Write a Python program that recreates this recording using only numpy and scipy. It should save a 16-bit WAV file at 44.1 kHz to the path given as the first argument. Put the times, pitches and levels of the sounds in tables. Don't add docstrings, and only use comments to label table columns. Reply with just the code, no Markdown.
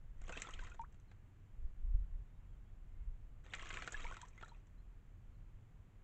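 import sys
import numpy as np
from scipy import signal
from scipy.fft import rfft, irfft
from scipy.io import wavfile
from scipy.ndimage import uniform_filter1d

SR = 44100
rng = np.random.default_rng(int(sys.argv[2]) if len(sys.argv) > 2 else 0)


def linear_from_db(decibels):
    return 10 ** (np.asarray(decibels, float) / 20)


def store_wav(level_fs):
    pcm = np.round(np.clip(np.atleast_2d(level_fs), -1, 1) * 32767)
    wavfile.write(sys.argv[1], SR, pcm.T.astype(np.int16))


N = 265923

# frequency in Hz, relative level in dB per Hz.
CHURN_SPECTRUM = [(400, -42), (700, -5), (1000, -10), (1500, -5.5), (2400, -0.5), (3300, -3), (4300, -11.5),
                  (5300, -14.5), (7000, -56.5)]
# frequency in Hz, relative level in dB per Hz.
SPRAY_SPECTRUM = [(2470, -33), (4200, -8.5), (4320, -15), (4970, -12.5), (6200, 1.5), (7400, 2.5),
                  (7870, -1), (8700, -16), (11300, -59), (19100, -120)]


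def evened(x):
    return x / np.sqrt(np.mean(x ** 2) + 1e-20)


def add(mix, start_s, sound):
    part = mix[round(start_s * SR):][:len(sound)]
    part += sound[:len(part)]


def coloured(x, spectrum):
    hz, db = np.transpose(spectrum)
    grid = abs(np.fft.fftfreq(8192, 1 / SR))
    gain_db = np.interp(np.log(grid + 1), np.log(hz + 1), np.maximum(db, -70))
    log_gain = gain_db * np.log(10) / 20
    response = np.exp(np.conj(signal.hilbert(log_gain)))
    taps = np.fft.ifft(response).real[:4096]
    return signal.oaconvolve(x, taps)[:len(x)]


def band(x, lo_hz, hi_hz):
    return signal.sosfilt(signal.butter(2, [lo_hz, hi_hz], "bandpass", fs=SR, output="sos"), x)


def drops(per_s, spread_db):
    level_db = spread_db * np.minimum(rng.exponential(1, N), 4)
    size = linear_from_db(level_db) * rng.choice([-1, 1], N)
    return size * (rng.random(N) < per_s / SR)


def ring(hz, end_hz, t60_s):
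    t = np.arange(round(t60_s * 0.33 * SR)) / SR
    pitch = hz + (end_hz - hz) * (t / t[-1]) ** 2
    onset = 1 - np.exp(-t / 0.00098)
    fade_out = signal.windows.tukey(2 * len(t), .3)[len(t):]
    shape = linear_from_db(-60 * t / t60_s) * onset * fade_out
    return shape * np.sin(2 * np.pi * np.cumsum(pitch) / SR)


def effort(level_db=-60, follows=1):
    # time in seconds, effort in dB.
    bouts = [
        [(0.17, -89), (0.268, -66), (0.39, -58), (0.45, -60), (0.52, -66), (0.68, -65), (0.74, -73),
         (0.806, -84)],
        [(3.44, -72), (3.512, -67), (3.56, -59.5), (3.77, -54), (3.91, -61.5), (4.002, -55), (4.09, -60),
         (4.218, -68.5), (4.33, -81.5), (4.428, -71.5), (4.62, -84)],
    ]
    t, gain = np.arange(N) / SR, np.zeros(N)
    for rows in bouts:
        s, db = np.transpose(rows)
        gain += linear_from_db(np.interp(t, s, level_db + follows * (db + 60), left=-140, right=-140))
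    return gain


def churn(count=40):
    swarm, fizz = np.zeros((2, N))
    for pitch, cycles, rise in rng.random((count, 3)):
        hz = 1000 * 4.2 ** pitch
        bubble = ring(hz, hz * (1 + 0.51 * rise ** 2), (20 + 60 * cycles ** 2) / hz)
        swarm += signal.oaconvolve(drops(34, 3.24), bubble)[:N]
        hz = 5400 * 1.55 ** pitch
        tick = ring(hz, hz * (1 + 0.046 * rise), (40 + 60 * cycles) / hz)
        fizz += signal.oaconvolve(drops(10, 5.4), tick)[:N]
    wash = rng.standard_normal((3, N))
    puff_shape = signal.windows.hann(160) ** 1.2
    puffs = evened(signal.oaconvolve(abs(drops(130, 4.4)), puff_shape)[:N])
    patter = evened(drops(900, 7.6))
    body = 0.82 * evened(swarm) + 0.43 * patter + 0.2 * wash[0] * (puffs + 0.81)
    spray = evened(wash[1] * (puffs + 0.87)) + 0.33 * evened(fizz)
    slosh = band(wash[2] * (puffs + 1.5), 80, 750)
    return (effort() * evened(coloured(body, CHURN_SPECTRUM))
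            + effort(-71.5, 0.87) * evened(coloured(spray, SPRAY_SPECTRUM))
            + effort(-67, 0.71) * evened(slosh))


def slaps():
    # start in seconds, body peak in dB, body pitch in Hz,
    # spray peak in dB, thump peak in dB.
    wing_slaps = [(0.2173, -60, 1610, -57, -60.5), (0.281, -52, 2290, -53, -52),
                  (0.2931, -42, 1790, -54.5, -42.5), (0.3234, -45, 2520, -48, -51),
                  (0.373, -36.5, 2620, -52, -45.5), (0.3994, -54, 2180, -51, -57),
                  (0.4196, -37, 2350, -34.5, -56), (0.4698, -46.5, 1630, -68, -48),
                  (0.4895, -54, 2000, -52, -50), (0.508, -59, 1630, -51, -81),
                  (0.5382, -46.5, 3140, -52.5, -68), (0.5916, -45, 1720, -63, -54),
                  (0.6362, -54, 1590, -57.5, -78), (0.6467, -52.5, 2050, -57, -58),
                  (0.669, -50, 1850, -65, -77), (3.464, -51.5, 2000, -72, -54),
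                  (3.5267, -53, 1780, -64, -54), (3.536, -34.5, 2200, -52, -53),
                  (3.5499, -58, 1870, -45, -54.5), (3.5942, -43, 2070, -62, -77),
                  (3.657, -47.5, 1760, -57, -69), (3.6911, -56, 2390, -49, -68),
                  (3.7043, -36.5, 2150, -72, -71), (3.7404, -43.5, 2920, -49, -59),
                  (3.7709, -36.5, 2370, -54, -53), (3.8216, -38, 1910, -52.5, -50),
                  (3.8755, -36, 1740, -45.5, -44.5), (3.922, -50, 1780, -41.5, -50),
                  (4.0437, -40.5, 2200, -70, -51), (4.112, -56, 1600, -68, -46.5),
                  (4.142, -49.5, 1800, -56.5, -79), (4.1679, -45, 1610, -53.5, -78),
                  (4.2158, -48.5, 1590, -46, -62), (4.411, -52.5, 1820, -65.5, -59),
                  (4.426, -48, 1720, -64, -50)]
    # start in seconds, body peak in dB, spray peak in dB.
    drips = [(0.6986, -67, -60), (0.7146, -64, -76), (0.7446, -55, -63.5), (0.7923, -56, -91),
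             (0.8136, -66, -63.5), (0.9247, -69, -69), (0.944, -66.5, -73), (0.9995, -70, -67.5),
             (1.114, -57, -73), (1.3663, -74, -81), (3.9066, -75, -58), (4.2507, -57.5, -66),
             (4.2834, -76, -57.5), (4.3775, -56, -66), (4.4467, -71, -61), (4.482, -60, -62),
             (4.6698, -72, -69.5)]
    slap_t60_s, drip_t60_s, t60_spread_db = 0.031, 0.034, 2.5
    drip_hz, drip_thump_db = 1850, -3
    out, t = np.zeros(N), np.arange(4000) / SR
    blows = [(*row, slap_t60_s) for row in wing_slaps]
    blows += [(s, db, drip_hz, spray_db, db + drip_thump_db, drip_t60_s) for s, db, spray_db in drips]
    noises = rng.standard_normal((len(blows), 3, 4001))
    for (s, db, hz, spray_db, thump_db, t60_s), noise in zip(blows, noises):
        varied_t60_s = np.clip(t60_s * linear_from_db(t60_spread_db * noise[0, 0]), .005, .2)
        fall = linear_from_db(-60 * t / varied_t60_s)
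        onset = 1 - np.exp(-t / 0.00061)
        burst = fall * onset * noise[:, 1:] + 3.7 * (t == 0)
        body = band(burst[0], 0.71 * hz, 1.078 * hz) + 0.38 * coloured(burst[0], CHURN_SPECTRUM)
        spray = coloured(burst[1] * fall ** 0.64, SPRAY_SPECTRUM)
        thump = band(burst[2], 150, 910)
        for peak_db, part in ((db, body), (spray_db, spray), (thump_db, thump)):
            add(out, s, linear_from_db(peak_db) * part / abs(part).max())
    return out


def bubbles():
    # start in seconds, level in dB, pitch in Hz, 60 dB decay time in ms.
    ringing = [(0.326, -43, 1460, 40), (0.332, -45, 2560, 52), (0.353, -47, 1590, 41),
               (0.448, -47.5, 1350, 100), (0.471, -43.5, 3370, 15), (0.486, -45, 1040, 31),
               (0.535, -46, 3130, 26), (0.592, -49, 1530, 31), (0.624, -51.5, 987, 64),
               (0.717, -52, 2480, 30), (0.717, -50.5, 1410, 56), (0.794, -38.5, 913, 155),
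               (0.817, -58, 2330, 26), (3.506, -55.5, 3500, 22), (3.546, -49, 1360, 54),
               (3.616, -45.5, 2770, 29), (3.657, -52, 1700, 45), (3.77, -38.5, 1650, 20),
               (3.943, -35, 1690, 59), (3.976, -49.5, 2700, 25), (4.05, -42.5, 937, 72),
               (4.112, -47.5, 1080, 78), (4.123, -38, 1450, 21), (4.446, -59, 3820, 23),
               (4.492, -56.5, 4000, 25), (4.433, -41, 1354, 44), (4.459, -52, 1740, 25),
               (4.518, -53.5, 929, 77), (4.546, -60, 2555, 25), (4.33, -65.5, 2397, 47),
               (4.425, -56.5, 904, 97), (4.189, -58, 950, 65)]
    # start in seconds, level in
    # dB, # start pitch in Hz, end pitch in Hz, 60 dB decay time in ms.
    sweeping = [(0.303, -49.5, 449, 1450, 98), (0.498, -52, 1240, 1630, 83), (0.56, -61, 2180, 2820, 43),
                (0.836, -48, 1007, 2370, 55), (3.594, -44, 1790, 2140, 27), (4.066, -38.5, 2180, 2580, 25),
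                (4.23, -45.5, 950, 1220, 63), (4.378, -52, 2011, 2310, 63)]
    rise = 0.06
    out = np.zeros(N)
    rows = [(s, db, hz, hz * (1 + rise), t60_ms) for s, db, hz, t60_ms in ringing] + sweeping
    for s, db, hz, end_hz, t60_ms in rows:
        add(out, s, linear_from_db(db) * ring(hz, end_hz, np.clip(t60_ms, 10, 300) / 1000))
    return out


def wall_echo(water):
    t = np.arange(3000) / SR
    arrivals = (rng.random(3000) < .05) * rng.choice([-1, 1], 3000)
    wall = arrivals * linear_from_db(-60 * t / .075) * (t > .002)
    return linear_from_db(-11) * signal.oaconvolve(water, wall / np.linalg.norm(wall))[:N]


def wind():
    # time in seconds, level in dB.
    gusts = [(0.0, -52.5), (0.34, -50), (0.45, -56), (0.62, -45.5), (0.81, -53), (0.84, -51), (1.29, -62.5),
             (1.48, -62.5), (1.66, -37), (1.75, -57.5), (1.85, -34.5), (1.9, -42.5), (1.96, -29),
             (2.1, -44.5), (2.15, -37), (2.3, -60.5), (2.52, -50), (2.62, -57), (3.06, -46.5),
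             (3.09, -41.5), (3.16, -52), (3.83, -53), (3.9, -60), (3.96, -42), (4.11, -49.5), (4.15, -58.5),
             (4.8, -55.5), (5.21, -64.5), (5.27, -54.5), (6.03, -63)]
    # time in seconds, mean swing rate in Hz.
    eddies = [(0, 24.7), (0.9, 19.9), (1.4, 29.4), (1.7, 20.5), (1.85, 26.6), (1.96, 38), (2.15, 32.3),
              (2.5, 34), (3.1, 30), (3.5, 23.8), (4.0, 20), (4.6, 35), (6.03, 31.8)]
    s, db = np.transpose(gusts)
    t, chance = np.arange(N) / SR, rng.standard_normal((3, N))
    wobble, lumps = (evened(uniform_filter1d(uniform_filter1d(v, 600), 600)) for v in chance[:2])
    swing_hz = np.interp(t, *np.transpose(eddies)) * (1 + .22 * wobble)
    turns = np.cumsum(swing_hz) / SR
    rough = evened(band(band(chance[2], 11, 60), 11, 60))
    swing = linear_from_db(4.0 * lumps) * np.sin(2 * np.pi * turns) + 0.61 * rough
    return linear_from_db(uniform_filter1d(np.interp(t, s, db), 700)) * evened(swing)


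def far_birds():
    # start in seconds, end in seconds, start pitch in Hz, end pitch in Hz, mean level in dB.
    whistles = [(1.079, 1.115, 4300, 3700, -82), (2.25, 2.41, 3501, 3830, -95),
                (2.457, 2.574, 3380, 3120, -91), (2.62, 2.722, 3150, 3440, -89),
                (2.871, 3.08, 2035, 2210, -86), (4.773, 4.817, 3930, 4250, -87),
                (5.34, 5.372, 4300, 3940, -91)]
    out = np.zeros(N)
    for s, end, hz, end_hz, db in whistles:
        pitch = np.linspace(hz, end_hz, round((end - s) * SR))
        noises = rng.standard_normal((2, 12000))
        waver, blur = (evened(uniform_filter1d(v, 400))[:len(pitch)] for v in noises)
        tone = np.sin(2 * np.pi * np.cumsum(pitch * (1 + 0.0034 * blur)) / SR)
        add(out, s, linear_from_db(db) * (1 + 0.35 * waver) * signal.windows.tukey(len(pitch), .5) * tone)
    return out


def air():
    # frequency in Hz, relative level in dB per Hz.
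    spectrum = [(20, -23), (40, -5), (60, -16), (92, -2), (130, -10.5), (200, -19.5), (300, -25.5),
                (600, -33), (1070, -35), (2000, -38.5), (3000, -44), (4000, -52), (5200, -58), (7270, -49),
                (8700, -63.5), (9500, -81.5)]
    hz, db = np.transpose(spectrum)
    grid = np.fft.rfftfreq(N, 1 / SR)
    gain = linear_from_db(np.interp(np.log(grid + 1), np.log(hz + 1), db))
    return linear_from_db(-62.5) * evened(irfft(rfft(rng.standard_normal(N)) * gain, N))


def scene():
    water = churn() + slaps() + bubbles()
    return (water + wall_echo(water) + far_birds() + wind() + air())[None]


def low_pass(x):
    return signal.sosfilt(signal.butter(12, 15700, fs=SR, output="sos"), x)


def record(dry):
    edge_hz, hiss_db = 8890, -93
    taps = signal.firwin(255, edge_hz, window=("kaiser", 7), fs=SR)
    limited = signal.oaconvolve(dry, taps[None], "same")
    hiss = linear_from_db(hiss_db) * rng.standard_normal(dry.shape)
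    return low_pass(limited + hiss)


dry = scene()
out = record(dry)
store_wav(out)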